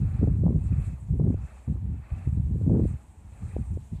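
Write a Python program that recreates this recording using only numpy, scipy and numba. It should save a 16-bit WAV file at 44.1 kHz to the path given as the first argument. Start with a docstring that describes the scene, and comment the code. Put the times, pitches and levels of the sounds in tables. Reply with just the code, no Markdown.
"""Open stubble field under wind turbines: each passing blade makes a soft swish over a steady distant drone.
Gusts buffet the microphone: rumble from low-passed noise with a moving edge, ragged spray, dull pulse pops.
Swish, drone, dry-stubble hiss and faint handling rustles are spectrally shaped noise with flickering bands.
A thin high tone, perhaps an insect, comes in halfway: a sine of slightly wandering pitch."""
import sys
import numpy as np
from scipy import signal
from scipy.fft import rfft, irfft
from scipy.io import wavfile
from scipy.ndimage import uniform_filter1d
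from numba import njit

SR = 44100
rng = np.random.default_rng(int(sys.argv[2]) if len(sys.argv) > 2 else 0)


def master(y):
    """Save y as 16-bit WAV."""
    cut = np.clip(np.atleast_2d(y).T, -1, 1)
    pcm = np.round(cut * 32767)  # scale
    wavfile.write(sys.argv[1], SR, pcm.astype(np.int16))


N = 176400
TIME_S = np.arange(N) / SR

# Wind pressure on the microphone, before the gain trim: time_s, level_db
WIND_PRESSURE = [(0.0, -19.5), (0.17, -27), (0.24, -17.5), (0.38, -26), (0.49, -15), (0.53, -29),
                 (0.56, -15.5), (0.63, -34.5), (0.66, -23), (0.69, -29.5), (0.72, -16), (0.75, -30),
                 (0.79, -22.5), (0.82, -29.5), (0.87, -25), (0.99, -40), (1.06, -36.5), (1.11, -20.5),
                 (1.28, -19.5), (1.41, -28.5), (1.45, -36.5), (1.48, -46.5), (1.61, -66), (1.65, -63),
                 (1.68, -24), (1.71, -25.5), (1.82, -36), (1.84, -30), (1.92, -25.5), (1.95, -30),
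                 (1.98, -32), (2.05, -47), (2.09, -60), (2.12, -33), (2.25, -33.5), (2.27, -20),
                 (2.32, -33.5), (2.38, -21.5), (2.49, -28.5), (2.52, -22), (2.58, -31), (2.7, -18.5),
                 (2.86, -17.5), (2.88, -26.5), (2.94, -29), (3.01, -49.5), (3.2, -52), (3.26, -39),
                 (3.3, -63), (3.33, -37), (3.38, -51), (3.44, -30.5), (3.49, -39), (3.61, -25.5),
                 (3.64, -44), (3.72, -26.5), (3.89, -52.5), (3.93, -31), (3.95, -27), (4.0, -43.5)]
# Surges of faster, finer eddies: centre_s, half_length_s (to 1/e), edge_rise_octaves
EDDY_SURGES = [(0.232, 0.016, 0.79), (0.284, 0.026, 0.71), (0.472, 0.058, 0.93), (0.61, 0.086, 0.42),
               (1.258, 0.077, 0.74), (1.33, 0.0083, 0.74), (1.681, 0.01, 0.61), (1.76, 0.019, 0.82),
               (1.869, 0.031, .5), (2.306, 0.073, 0.18), (2.619, 0.046, 0.74), (2.764, 0.074, 1.2),
               (2.893, 0.038, 0.32), (3.425, 0.022, 0.45), (3.926, 0.016, 0.27)]
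# Single eddies popping on the port: centre_s, gain_db, time_scale_s
EDDY_POPS = [(0.215, -25, 0.00099), (0.233, -32, 0.00079), (0.242, -24.5, .0006), (0.275, -23, 0.00073),
             (.438, -18.5, 0.001), (.457, -39, 0.00045), (.466, -20, 0.00056), (0.481, -25, 0.00053),
             (0.507, -15.5, 0.0011), (0.565, -17.5, 0.002), (1.198, -17.5, 0.00093), (1.202, -32, 0.00048),
             (1.219, -25.5, 0.00084), (1.246, -23, 0.0013), (1.309, -35, 0.00056), (1.344, -25.5, 0.00084),
             (2.123, -15, 0.004), (2.275, -22.5, 0.0015), (2.329, -16, 0.0026), (2.512, -19.5, 0.0018),
             (2.559, -25, 0.0011), (2.614, -26.5, .0009), (2.698, -23.5, 0.00059), (2.716, -13.5, 0.00092),
             (2.773, -14, 0.0012), (2.797, -18, 0.0011), (2.855, -18, 0.00095), (3.566, -20, 0.00071),
             (3.774, -27.5, 0.00086)]
# Turbulent spray spectrum, relative: frequency_hz, density_db (per Hz)
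SPRAY_SPECTRUM = [(300, -7), (700, 3), (1200, -5), (1600, -15.5), (2500, -29), (5000, -50)]
# Blade passes: peak_s, level_db
BLADE_PASSES = [(0.191, -55.5), (0.822, -56.5), (1.515, -58), (2.18, -56.5), (2.878, -61), (3.51, -58)]
# Blade swish spectrum, relative: frequency_hz, density_db (per Hz)
SWISH_SPECTRUM = [(300, 0), (560, 2), (780, 3), (1000, -5.5), (1170, 2), (1550, -4), (1800, -3), (2180, -6),
                  (2500, -3.5), (2630, -1.5), (2770, -17.5), (3200, -16.5), (3400, -21.5), (3900, -20.5),
                  (4250, -19.5), (5200, -27.5), (14000, -51.5)]
# Stubble hiss level: time_s, level_db
HISS_LEVEL = [(0, -67.5), (.22, -71), (.48, -71), (.67, -69.5), (.76, -71), (.85, -62.5), (.97, -72.5),
              (1.1, -73), (1.38, -72), (1.56, -68), (1.75, -75), (2.03, -75.5), (2.2, -68.5), (2.42, -72.5),
              (2.75, -69), (2.88, -67.5), (3.14, -73.5), (3.36, -70), (3.51, -66.5), (3.75, -70),
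              (3.87, -67), (4, -73)]
# Stubble hiss spectrum, relative: frequency_hz, density_db (per Hz)
HISS_SPECTRUM = [(2800, -13.5), (4000, -8), (5000, -15), (6400, -7), (7500, -0.5), (8200, -0.5), (9200, -5),
                 (11000, -13), (14000, -24)]
# Thin tone level, before its wander: time_s, level_db
TONE_LEVEL = [(0, -100), (2.1, -103), (2.25, -83), (2.6, -84), (2.68, -81), (2.8, -78), (2.89, -65.5),
              (3.0, -90), (3.05, -77), (3.13, -79), (3.43, -82), (3.51, -66), (3.56, -89), (3.6, -72),
              (3.72, -70), (3.77, -88), (3.86, -78), (3.92, -92)]
# Brief handling rustles: centre_s, half_length_s (to 1/e), level_db
RUSTLE_EVENTS = [(3.811, .016, -70), (3.962, 0.049, -70.5)]
# Handling rustle spectrum, relative: frequency_hz, density_db (per Hz)
RUSTLE_SPECTRUM = [(1500, -4), (2500, 2), (4000, 3), (5700, -5), (7500, -12), (14000, -18)]
# Distant drone spectrum, relative: frequency_hz, density_db (per Hz)
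DRONE_SPECTRUM = [(25, -23), (45, 6.5), (62, 21), (100, -1), (160, -12), (190, -1), (290, -9.5),
                  (470, -17.5), (650, -14.5), (880, -11.5), (1300, -25.5), (2500, -26.5), (3100, -33.5),
                  (5000, -43), (14000, -42.5)]

# Rumble edge at the usual pressure, and its rise with pressure
EDDY_HZ, EDDY_OCT_PER_DB, USUAL_DB = 112.8, 0.018, -27.5
WIND_GAIN_DB, PORT_CUT_HZ = -0.5, 50
FLUTTER_OCT, FLUTTER_DB, FLUTTER_HZ = 0.23, 2.5, 42.8
# Spray level at a one-octave surge, exponent on the surge, flicker
SPRAY_DB, SPRAY_EXPONENT, SPRAY_ROUGH_DB = -59, 2.0, 4.5
SWISH_RISE_S, SWISH_FALL_S, SWISH_ROUNDNESS = 0.13, 0.1, 1.7  # times to 1/e power
ECHO_S, ECHO_SHARE, ECHO_CUT_HZ = 0.0092, 0.2, 1100
TONE_HZ, TONE_WANDER_HZ = 8121, 4
DRONE_DB = -48
DUCK_ABOVE_DB, DUCK_SHARE, DUCK_S = -24.5, 0.32, 0.022
CUTOFF_HZ = 14250


def from_db(db):
    """Decibels to gain."""
    return 10 ** (np.asarray(db) / 20)


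def rms_one(x):
    """Scale to unit rms."""
    return x / np.sqrt(np.mean(x ** 2) + 1e-20)


def in_time(rows):
    """Join curve points by straight lines."""
    return np.interp(TIME_S, *np.transpose(rows))


def drift(rate_hz):
    """Random wander of unit rms: noise through two equal poles at rate_hz."""
    step = 40  # samples between drawn values
    pole = np.exp(-2 * np.pi * rate_hz * step / SR)
    noise = rng.standard_normal(N // step + 2002)
    slow = signal.lfilter([1], [1, -2 * pole, pole * pole], noise)[2000:]  # drop the filter's start-up
    return np.interp(np.arange(N) / step, np.arange(len(slow)), rms_one(slow))


def lowpass(x, order, cut_hz):
    """Butterworth low-pass."""
    return signal.sosfilt(signal.butter(order, cut_hz, fs=SR, output="sos"), x)


def coloured_noise(spectrum, patchy_db, patch_rate_hz):
    """Unit-rms noise of a given spectrum; overlapping bands flicker independently."""
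    hz, db = np.transpose(spectrum)
    octave = np.log2(np.maximum(np.arange(N // 2 + 1) * SR / N, 1))
    colour = rfft(rng.standard_normal(N)) * from_db(np.interp(octave, np.log2(hz), db))
    out = 0
    for centre in np.arange(4.5, 14.5, 0.5):  # half-octave spacing, log2 of Hz
        triangle = np.maximum(0, 1 - 2 * abs(octave - centre))
        band = irfft(colour * triangle, N)
        out = out + band * from_db(patchy_db * drift(patch_rate_hz))
    return rms_one(out)


@njit
def moving_lowpass(x, step, damping):
    """Two-pole low-pass whose edge moves from sample to sample."""
    out, low, band = np.zeros(len(x)), 0., 0.
    for i in range(len(x)):
        low += step[i] * band
        band += step[i] * (x[i] - low - damping * band)
        out[i] = low
    return out


def port(x):
    """The microphone loses the deepest bass."""
    return signal.sosfilt(signal.butter(3, PORT_CUT_HZ, "high", fs=SR, output="sos"), x)


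def surge_octaves():
    """Faster, finer eddies raise the rumble's edge in brief surges."""
    return sum(rise * np.exp(-((TIME_S - s) / length_s) ** 2) for s, length_s, rise in EDDY_SURGES)


def buffeting(damping=1.424, top_hz=1400, even_s=0.032):
    """Turbulence at the microphone: stronger, faster air brings finer eddies and a higher edge."""
    level_db = in_time(WIND_PRESSURE)
    pressure_oct = EDDY_OCT_PER_DB * (level_db - USUAL_DB)
    edge_hz = EDDY_HZ * 2 ** (pressure_oct + surge_octaves() + FLUTTER_OCT * drift(FLUTTER_HZ))
    step = 2 * np.pi * np.minimum(edge_hz, SR / 20) / SR
    eddies = moving_lowpass(rng.standard_normal(N), step, damping)
    eddies = moving_lowpass(eddies, step, damping)
    eddies = port(lowpass(eddies, 2, top_hz))
    # Even out the short-term power, then impose the wind level
    power = uniform_filter1d(eddies ** 2, int(even_s * SR))
    power = uniform_filter1d(power, int(even_s * SR / 2))
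    gain_db = level_db + WIND_GAIN_DB + FLUTTER_DB * drift(FLUTTER_HZ / 2)
    return eddies / np.sqrt(power + 1e-18) * from_db(gain_db)


def spray():
    """The fastest air adds a ragged splash of fine turbulence, growing steeply with the surge."""
    level = from_db(SPRAY_DB + SPRAY_ROUGH_DB * drift(70)) * np.abs(surge_octaves()) ** SPRAY_EXPONENT
    return level * coloured_noise(SPRAY_SPECTRUM, patchy_db=3, patch_rate_hz=31)


def pops():
    """A lone eddy gives one quick suck and push of pressure."""
    out = 0
    for s, gain_db, scale_s in EDDY_POPS:
        u = (TIME_S - s) / scale_s
        out = out + from_db(gain_db) * 2 * u * np.exp(-u ** 2)
    return out


def blades():
    """Trailing-edge noise swells and fades with each blade pass; overlapping passes add in power."""
    power = 0
    for s, level_db in BLADE_PASSES:
        span_s = np.where(TIME_S < s, SWISH_RISE_S, SWISH_FALL_S)
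        power = power + from_db(level_db) ** 2 * np.exp(-abs((TIME_S - s) / span_s) ** SWISH_ROUNDNESS)
    return np.sqrt(power) * coloured_noise(SWISH_SPECTRUM, patchy_db=3.0, patch_rate_hz=36)


def stubble():
    """Dry stubble in the breeze: fine high hiss that rises and falls."""
    return from_db(in_time(HISS_LEVEL)) * coloured_noise(HISS_SPECTRUM, patchy_db=2.3, patch_rate_hz=17)


def insect():
    """Thin tone, perhaps an insect: a sine with slight pitch and level wander."""
    phase = 2 * np.pi * np.cumsum(TONE_HZ + TONE_WANDER_HZ * drift(49)) / SR
    return from_db(in_time(TONE_LEVEL) + 2 * drift(20)) * rms_one(np.sin(phase))


def rustles():
    """Faint short scuffs, perhaps a hand moving at the recorder: bursts of shaped noise."""
    level = sum(from_db(db) * np.exp(-((TIME_S - s) / length_s) ** 2) for s, length_s, db in RUSTLE_EVENTS)
    return level * coloured_noise(RUSTLE_SPECTRUM, patchy_db=3, patch_rate_hz=80)


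def drone():
    """Steady far noise of the turbines and the open country."""
    return from_db(DRONE_DB) * coloured_noise(DRONE_SPECTRUM, patchy_db=0.4, patch_rate_hz=6)


def reflected(x):
    """A short, dull echo ripples the spectrum."""
    dull = lowpass(x, 1, ECHO_CUT_HZ)
    return x + ECHO_SHARE * np.interp(TIME_S - ECHO_S, TIME_S, dull, left=0)


def scene():
    """All sources at one microphone."""
    wind = port(buffeting() + spray() + pops())
    turbines = reflected(blades() + drone())
    return (wind + turbines + stubble() + insect() + rustles())[None]


def record(dry):
    """Gain control dips in the loudest gusts; the top is cut steeply."""
    size = int(DUCK_S * SR)
    power = uniform_filter1d(uniform_filter1d(dry ** 2, size), size)
    level_db = 10 * np.log10(power + 1e-12)
    ducked = dry * from_db(-DUCK_SHARE * np.maximum(level_db - DUCK_ABOVE_DB, 0))
    return signal.sosfilt(signal.ellip(12, 0.1, 80, CUTOFF_HZ, fs=SR, output="sos"), ducked)


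dry = scene()
out = record(dry)
master(out)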